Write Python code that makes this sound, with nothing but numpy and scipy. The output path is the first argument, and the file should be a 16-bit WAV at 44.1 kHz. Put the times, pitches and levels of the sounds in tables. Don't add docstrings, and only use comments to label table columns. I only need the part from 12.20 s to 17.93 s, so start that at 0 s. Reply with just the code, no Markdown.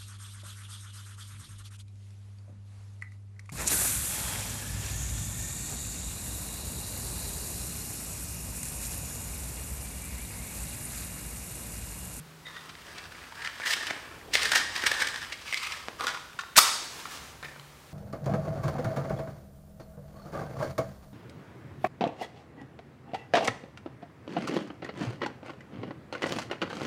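import sys
import numpy as np
from scipy import signal
from scipy.fft import rfft, irfft, next_fast_len
from scipy.io import wavfile

SR = 44100
rng = np.random.default_rng(int(sys.argv[2]) if len(sys.argv) > 2 else 0)


def voltage_ratio(level):
    return 10 ** (np.asarray(level, float) / 20)


def file_out(sig):
    cols = np.atleast_2d(sig).T
    lim = np.clip(cols, -1, 1)
    pcm = np.round(lim * 32767).astype(np.int16)
    wavfile.write(sys.argv[1], SR, pcm)


N = 252693

# centre in Hz, width in Hz, level in dB.
BOX_MODES = [(456, 440, 0), (3040, 970, 0), (4040, 580, 2.5), (4770, 810, 1), (6330, 2730, -5),
             (8670, 1800, -7), (14400, 1300, -19.5)]


def unit(x):
    return x / np.sqrt(np.mean(x ** 2) + 1e-20)


def along(points, hz):
    f, v = np.transpose(points)
    return np.interp(np.log(hz + 1), np.log(f + 1), v)


def curves(rows):
    s, level, *cols = np.transpose(rows)
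    t = np.arange(N) / SR
    return [np.interp(t, s, level, -150, -150)] + [np.interp(t, s, c) for c in cols]


def wobble(rate):
    knots = rng.standard_normal(int(N * rate // SR + 2))
    return np.interp(np.arange(N) * rate / SR, np.arange(len(knots)), knots)


def swells(starts, lengths, gains, attack_s, fade_db_per_s):
    t = np.arange(N) / SR
    total = np.zeros(N)
    for s, hold, gain in zip(starts, lengths, gains):
        rise = np.clip(1 + (t - s) / attack_s, 0, 1) ** 2
        total += gain * rise * voltage_ratio(-fade_db_per_s * np.maximum(t - s - hold, 0))
    return total


def filtered(x, response, size=8192):
    m = next_fast_len(len(x) + size)
    return irfft(rfft(x, m) * response(np.fft.rfftfreq(m, 1 / SR)), m)[:len(x)]


def mode(f, hz, width):
    return 1j * f * width / (hz * hz - f * f + 1j * f * width)


def cavity(f, hz, width=300):
    return mode(f, hz, width) * mode(f, hz, 4 * width)


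def walls(f):
    modes = 0
    for k, (hz, width, db) in enumerate(BOX_MODES[1:]):
        modes = modes + (-1) ** k * voltage_ratio(db) * mode(f, hz, width)
    return modes * 1j * f / (2200 + 1j * f)


def grit(count, spiky_db):
    size_db = spiky_db * np.minimum(rng.exponential(size=count), 4.5)
    return unit(rng.standard_normal(count) * voltage_ratio(size_db))


def opening(s):
    # time in seconds, cavity pitch in Hz.
    cavity_pitch = [(.2, 1800), (.38, 1370), (.56, 1380), (.75, 1930), (1.2, 1836), (1.4, 1720),
                    (1.5, 1770), (1.535, 2270), (1.57, 1740), (1.7, 1900), (2.14, 1960), (2.23, 1990),
                    (2.27, 1684), (2.6, 1685), (2.95, 1740), (3.2, 2000), (3.5, 2310), (3.58, 1390),
                    (3.8, 1300), (3.89, 1350), (4.1, 1280), (4.32, 1250), (4.37, 1640), (4.8, 1260),
                    (5.22, 1430), (5.245, 1900), (5.3, 1900), (5.36, 1260)]
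    return np.interp(s, *np.transpose(cavity_pitch))


def air():
    # frequency in Hz, level in dB per Hz.
    vent_spectrum = [(12, -46), (20, -7), (107, -16), (154, -14.5), (193, -20.5), (277, -19), (301, -26),
                     (328, -20), (499, -22), (642, -24), (1030, -22.5), (7110, -34.5), (12800, -39),
                     (16000, -42)]
    # start in seconds, length in seconds, level in dB.
    traffic = [(.15, 0.25, -60), (0.796, 0.18, -52.5), (2.028, 0.058, -47), (2.686, 0.094, -57),
               (3.6, 0.44, -59.5), (5.04, 0.22, -52.5)]
    rush = filtered(rng.standard_normal(N), lambda f: voltage_ratio(along(vent_spectrum, f)) * f ** 2 / (f ** 2 + 60 ** 2))
    drone = unit(filtered(rng.standard_normal(N), lambda f: cavity(f, 66, 35)))
    s, hold, db = np.transpose(traffic)
    passing = swells(s, hold, voltage_ratio(db - 5), attack_s=0.52, fade_db_per_s=11.5)
    return voltage_ratio(-53 + 0.4 * wobble(2.5)) * unit(rush) + passing * drone


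def table():
    # time in seconds, pitch in Hz, level in dB, 60 dB decay time in seconds.
    hums = [
        (0, 158, -32.5, 0.21),
        (0.062, 158.5, -44, 2.2),
        (5.234, 144.3, -42, 0.96),
        (5.38, 143.7, -46.5, 1.3),
    ]
    hum = np.zeros(N)
    for s, hz, db, t60 in hums:
        t = np.maximum(np.arange(N) / SR - s, 0)
        tone = np.sin(2 * np.pi * hz * t + 0.67 * wobble(28))
        hum += voltage_ratio(db - 4.5 - 60 * t / t60) * tone * np.clip(t / 0.0015, 0, 1)
    return hum * voltage_ratio(1.5 * wobble(11.0))


def squeak():
    # time in seconds, pitch in Hz, level in dB.
    drag = [(.248, 1940, -70), (0.259, 1913, -43), (.31, 1915, -53), (0.332, 1880, -81), (.35, 1847, -49),
            (0.384, 1930, -45), (.4, 1810, -77)]
    s, hz, db = np.transpose(drag)
    level_db, pitch = curves(np.transpose([s, db, hz]))
    turn = 2 * np.pi * np.cumsum(pitch + 60 * wobble(150)) / SR
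    partials = np.sin(turn) + 0.75 * np.sin(1.88 * turn + 0.81 * wobble(370))
    return voltage_ratio(level_db - 1.0 + 2.6 * wobble(113.0)) * partials


def rubbing():
    # time in seconds, level in dB.
    tray_slide = [(1.452, -52), (1.458, -43.5), (1.49, -42), (1.52, -37.5), (1.54, -40), (1.548, -57)]
    # start in seconds, length in seconds, level in dB, brightness in dB.
    strokes = [(0.272, 0.19, -51, -6.5), (0.594, .26, -51.5, -6.5), (0.954, 0.33, -53.5, -5),
               (1.201, 0.051, -42.5, -11.5), (1.39, 0.25, -45.5, -3.5), (1.57, 0.38, -51, -18),
               (2.15, 0.084, -37.5, -2), (2.273, 0.095, -42.5, -1.5), (2.353, 0.014, -32.5, -18),
               (2.55, 0.19, -37, -6), (2.79, 0.24, -43, -5.5), (3.218, 0.046, -56.5, 1.5),
               (3.283, 0.11, -47, -1), (3.423, 0.11, -43, -5.5), (3.65, 0.13, -75, -5),
               (3.819, 0.053, -36.5, -8), (4.083, 0.28, -82, -31)]
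    # start in seconds, length in seconds, level in dB.
    arm_moves = [(0.453, 0.26, -53.5), (1.59, 0.56, -49), (2.15, 0.76, -48), (3.787, 0.066, -49.5),
                 (4.527, 0.45, -49)]

    slips = unit(grit(count=N, spiky_db=2.2) * voltage_ratio(2.5 * wobble(90) + 2.2 * wobble(330)))
    s, hold, db, bright_db = np.transpose(strokes)
    attack_s, fade_db_per_s = 0.053, 101
    press = swells(s, hold, voltage_ratio(db - 4.0), attack_s, fade_db_per_s)
    bright = swells(s, hold, voltage_ratio(db + bright_db - 4.0), attack_s, fade_db_per_s)
    rub = slips * press
    slide = slips * voltage_ratio(curves(tray_slide)[0])

    hz = opening(np.arange(N) / SR)
    shut = np.clip((1700 - hz) / 400, 0, 1)
    wide = np.clip((hz - 1800) / 300, 0, 1)
    ajar = rub * np.sqrt(np.abs(1 - shut - wide)) + slide
    hollow = filtered(rub * np.sqrt(shut), lambda f: voltage_ratio(3.0) * cavity(f, 1300, 339) - voltage_ratio(-5) * cavity(f, 480, 377))
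    hollow += filtered(rub * np.sqrt(wide), lambda f: cavity(f, 2330, 510) - voltage_ratio(-1) * cavity(f, 1190, 315))
    hollow += filtered(ajar, lambda f: voltage_ratio(2) * cavity(f, 1770, 300) - voltage_ratio(-7) * cavity(f, 980, 460))
    card = filtered(slips * bright + voltage_ratio(2.0) * slide, walls)

    s, hold, db = np.transpose(arm_moves)
    cloth = unit(filtered(slips, lambda f: cavity(f, 310, 364)))
    sleeve = swells(s, hold, voltage_ratio(db - 7.5), attack_s=0.3, fade_db_per_s=44) * cloth
    return voltage_ratio(17.5) * hollow - voltage_ratio(15.0) * card + sleeve


def pushes():
    # time in seconds, peak in dB.
    pops = [
        (1.4, -25.5),
        (3.6845, -17.5),
    ]
    low_hz, high_hz, edge_db = 216, 1900, -36
    blows = np.zeros(N)
    for s, db in pops:
        blows[round(s * SR)] = voltage_ratio(db + 23.5)

    def pulse(f):
        low_cut = (1j * f / (low_hz + 1j * f)) ** 2
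        return low_cut * (1 / (1 + 1j * f / high_hz) ** 2 + voltage_ratio(edge_db))
    return filtered(blows, pulse)


def contacts():
    # time in seconds, peak in dB, brightness in dB, length in ms. Fingers rub the box
    lift = [(.2675, -32.5, 2, 1.6), (.2824, -33, -2, 0.79), (.368, -27, -5, 1.7), (.4952, -28.5, 4, 4.2),
            (.5529, -29, -2, 0.64), (.6673, -32.5, 6, 1.1), (.7295, -32, 2, 0.37), (.783, -23, 5.5, 3.7),
            (.8408, -31, 6, 1), (.95, -33, -4, 3.8), (1.0172, -32, -10, 0.82), (1.0397, -30.5, -9, 2.4)]
    tray_out = [(1.2214, -22, -1, 2), (1.2486, -16, -1, 1.3), (1.2613, -18, -1.5, 3),
                (1.2742, -15, -2, 0.61), (1.4057, -22, -17, 0.87), (1.4191, -19.5, -20, 1.2),
                (1.4372, -20, -11, 2.3), (1.4732, -14.5, -4, 3.7), (1.5061, -16, -16, 1.5),
                (1.5244, -17, -13, 0.58), (1.6688, -12.5, 4.5, 0.39), (1.672, -19, 8, 2.8),
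                (1.7025, -17, -3, 2.8), (1.46, -17, -11, 3.3), (1.536, -9.5, -11, 1.2)]
    shake = [(2.1365, -12, 2, 1.1), (2.141, -8.5, 12, 2.5), (2.149, -10, 2, 1.8), (2.1534, -0.5, 2, 0.6),
             (2.158, -13, 3, 1.9), (2.1709, -17, 23, 1.9), (2.181, -24, 3, 3), (2.216, -15.5, 9, 3),
             (2.223, -15, 8, 3), (2.232, -11, 6, 0.87), (2.239, -25, 7, 3), (2.248, -17, 2, 3),
             (2.2553, -10.5, 1.5, 3), (2.264, -25, 2, 3), (2.3191, -4.5, 3, 1.5), (2.3341, -11.5, -9, 1.6),
             (2.352, -10.5, 8, 2.5), (2.3575, -3.5, 3, 2), (2.363, -11, 9, 0.61), (2.3705, -9, 19, 1.3),
             (2.378, -11, 6, 2.5), (2.39, -22, -13, 6.4), (2.556, -18, 8, 1.6), (2.5635, -13, 6, 1.4),
             (2.605, -33, 0, 2), (2.6219, -17, 12, 0.87), (2.638, -9.5, -3, 0.81), (2.6415, -13, -2, 0.94),
             (2.655, -21, -8, 3.3), (2.6671, -4.5, 2.5, 4.8), (2.7165, -6, -1.5, 0.76), (2.741, -21, 13, 3),
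             (2.8025, -17, 5, 1.5), (2.807, -16, 9, 3.3), (2.815, -19.5, -1, 1.7), (2.8216, -6.5, -2.5, 3),
             (2.8317, -18, -17, 1.8), (2.8725, -11.5, 6, 1.5), (2.848, -19, 0, 3), (2.8873, -13.5, 9, 0.47),
             (2.9597, -19, 2, 1.2), (3.028, -25, 0, 1.4), (3.0481, -25.5, 0.5, 1.3),
             (3.126, -19.5, 4.5, 3.3)]
    pick = [(3.2783, -24.5, 2, 3), (3.327, -12, -4, .6), (3.3362, -12, -6, .6), (3.3438, -9, -0.5, .6),
            (3.3742, -16.5, 4, 4.5), (3.434, -20, 13, 4.3), (3.447, -20.5, 3, 3.9),
            (3.5215, -18.5, 12, 0.81), (3.5237, -18, 2, 1.8)]
    shut = [(3.8685, -10, 1, 1), (3.8785, -14.5, 3, 1.1), (3.882, -14, 1, 3), (3.8908, -12, -6, .7),
            (3.901, -19, 0, 3), (3.9179, -27, -31, 1.3), (3.9456, -20.5, -7, 3.8), (3.9727, -23, -14, 1),
            (4.1312, -30.5, -4, .84), (4.1898, -15, -8.5, 1.9), (4.194, -18.5, -3, 3.5),
            (4.2095, -23, 6, 0.79), (4.2125, -32, 0, 1.5), (4.2155, -25, 7, 0.44), (4.236, -21, -14, 0.86),
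            (4.8546, -19, -9, 0.95)]
    lead_in = [
        (4.3575, -16, 2, 2),
        (4.361, -11, 1, 2),
        (4.364, -8, 0, 2),
    ]
    bumps = [(1.705, -22, -8, 1.2), (1.7076, -12, -0.5, 0.86), (2.0131, -33, -31, 1.3),
             (3.6002, -32, -10, 1.7), (3.8082, -11.5, 0, 0.65), (3.8125, -17.5, -23, 1.6),
             (3.822, -34, -24, 3.3), (3.8415, -27, -4, .5), (4.9741, -25, 2, .65), (5.2272, -22.5, 0, 1.6),
             (5.233, -26, -9, 2), (5.2428, -27, 4, 0.51), (5.2465, -20.5, -2, 2), (5.2565, -26, -14, 1.5),
             (5.284, -31, -18, 3.9), (5.313, -32, -6, 5), (5.3605, -33, -14, 3), (5.3965, -27.5, 11, 0.62)]
    taps = [
        (1.1235, -26, -6, 2.2),
        (1.193, -30, -20, 2),
    ]
    thud_level = {"lift": -10, "open": -22, "shake": -15, "pick": -23, "shut": -41, "bumps": -6.5, "taps":
                  -35}

    groups = {"lift": lift, "open": tray_out, "shake": shake, "pick": pick,
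              "shut": [*shut, *lead_in], "bumps": bumps, "taps": taps}
    rows = []
    for name, group in groups.items():
        rise, lid_hz, lid_db = 1.65, 2400, -14.5
        if name in ("shut", "bumps"):
            rise, lid_hz, lid_db = 8.4, 2400, -13
        for s, db, bright_db, ms in group:
            hz = 1090 if name == "taps" else opening(s)
            detune = 1 + 0.025 * rng.standard_normal()
            thud_db = thud_level[name] + 3 * rng.standard_normal()
            rows.append((s, db, hz * detune, thud_db, bright_db, ms, rise, lid_hz * detune, lid_db))
    return rows


def knocks():
    size, lead = 2048, 900
    out = np.zeros(N + size)
    ms_axis = (np.arange(size) - lead) / SR * 1000
    f = np.fft.rfftfreq(size, 1 / SR)
    bright = walls(f)
    dull = cavity(f, *BOX_MODES[0][:2])
    for s, db, hz, thud_db, bright_db, ms, rise, lid_hz, lid_db in contacts():
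        u = ms_axis / np.clip(2.24 * ms, 0.1, 6.5)
        swell = np.exp(-np.abs(u * np.where(u < 0, rise, 1) * 0.84) ** 1.1)
        click = 2.5 * (ms_axis == 0) / np.clip(ms, 0.5, 9)
        contact = rfft(grit(count=size, spiky_db=-1.0) * swell + click)

        soft = 1 / (1 + 1j * f / np.clip(9000 * voltage_ratio(2.4 * (db + 12)), 3200, 20000))
        width = np.clip(320 + 0.6 * (hz - 1800), 330, 600)
        inside = cavity(f, hz, width) - voltage_ratio(lid_db) * cavity(f, lid_hz, 436)
        hollow = unit(irfft(contact * inside))
        wall = unit(irfft(contact * bright * soft))
        thud = unit(irfft(contact * dull))
        knock = hollow - voltage_ratio(bright_db - 4.0) * wall - voltage_ratio(thud_db + 0.5) * thud
        start = round(s * SR) - lead
        out[start:start + size] += voltage_ratio(db - 6.0) * knock / np.abs(knock).max()
    return out[:N]


def strike():
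    # time in seconds, level in dB.
    scrape = [(4.366, -50), (4.3672, -19), (4.372, -17), (4.378, -14), (4.384, -11.5), (4.3905, -11),
              (4.393, -17), (4.3965, -40)]
    # time in seconds, peak in dB.
    cracks = [(4.3671, 0), (4.3735, -2), (4.3772, -3), (4.3783, 0), (4.3799, -2), (4.3821, -3),
              (4.3844, -2), (4.3871, -3)]
    # time in seconds, level in dB, slips per second.
    chatter = [(4.369, -34, 480), (4.375, -19, 620), (4.381, -13, 830), (4.385, -7, 1090),
               (4.389, -5, 1270), (4.393, -10, 1340), (4.398, -30, 1370)]
    # frequency in Hz, level in dB per Hz.
    strip_spectrum = [(150, -18), (400, -11), (900, -8), (2000, -2), (3500, -3.5), (5000, -1.5),
                      (6500, -3.5), (8500, -4), (11000, -9.5), (14000, -7), (16000, -25)]

    pressure_db = -3
    grind = grit(count=N, spiky_db=4) * voltage_ratio(curves(scrape)[0] + pressure_db + 2.5 * wobble(500))
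    chatter_db, rate = curves(chatter)
    slip = np.cos(2 * np.pi * np.cumsum(rate * (1 + 0.04 * wobble(400))) / SR)
    grind = grind * (1 + 0.7 * slip * (chatter_db > -15))
    boom = grind * 0.3
    for s, db in cracks:
        start = round(s * SR)
        grind[start:start + 4] += voltage_ratio(db) * np.array([-0.6, -0.8, -0.3, 0.5])
    rasp = filtered(grind, lambda f: voltage_ratio(along(strip_spectrum, f) + 8.5))
    hollow = voltage_ratio(13) * filtered(boom, lambda f: cavity(f, 1250, 340))
    return rasp + hollow + voltage_ratio(chatter_db - 4) * slip


def flame():
    # time in seconds, level in dB.
    flare = [(4.4, -48), (4.422, -23), (4.71, -38), (4.84, -35), (5.09, -37.5), (5.19, -57), (5.3, -41)]
    # frequency in Hz, level in dB per Hz.
    fizz_spectrum = [(350, -45), (600, -11.5), (931, -3), (1730, -4.5), (1980, -6), (6290, -10.5),
                     (14100, -22), (16000, -24)]
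    # time in seconds, level in dB.
    spit_times = [
        (4.853, -33),
        (5.238, -34),
    ]
    sparks = grit(count=N, spiky_db=1.7)
    fizz = unit(filtered(sparks, lambda f: voltage_ratio(along(fizz_spectrum, f))))
    level = voltage_ratio(curves(flare)[0])
    t60 = 0.13
    t = np.arange(N) / SR
    for s, db in spit_times:
        level = level + voltage_ratio(db - 60 * np.abs(t - s) / t60) * np.clip((t - s) / 0.012, 0, 1)
    return level * voltage_ratio(-12 + 2.8 * wobble(25)) * fizz


def room(x):
    # frequency in Hz, 60 dB decay time in seconds.
    decay = [(150, 0.53), (500, 0.64), (1500, 0.61), (4000, 0.77), (8000, 0.76), (14000, 0.25)]
    out = np.zeros(N + SR)
    step, span = SR // 3, 2 * SR // 3
    for start in range(0, N, step):
        hz, t, z = signal.stft(rng.standard_normal(span), SR, nperseg=256)
        fade = voltage_ratio(-60 * t / along(decay, hz)[:, None])
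        tail = signal.istft(z * fade, SR, nperseg=256)[1][:span]
        tail = tail * (1 + 0.9 * voltage_ratio(-60 * np.arange(span) / SR / 0.025))
        echo = signal.fftconvolve(x[start:start + step], tail / np.linalg.norm(tail))
        out[start + 70:][:len(echo)] += echo
    return out[:N]


def scene():
    hands = squeak() + rubbing() + pushes() + knocks() + strike() + flame()
    return (air() + table() + hands + voltage_ratio(-7) * room(hands))[None]


def top_cut(x):
    return signal.sosfilt(signal.butter(12, 16480, fs=SR, output="sos"), x)


def record(dry):
    low_cut_hz, top_hz = 38, 15830
    x = dry / (1 + np.abs(dry / 0.86) ** 5) ** (1 / 5)
    x = filtered(x[0], lambda f: (f < top_hz) * f ** 2 / (f ** 2 + low_cut_hz ** 2))[None]
    return top_cut(x)


dry = scene()
out = record(dry)
file_out(out)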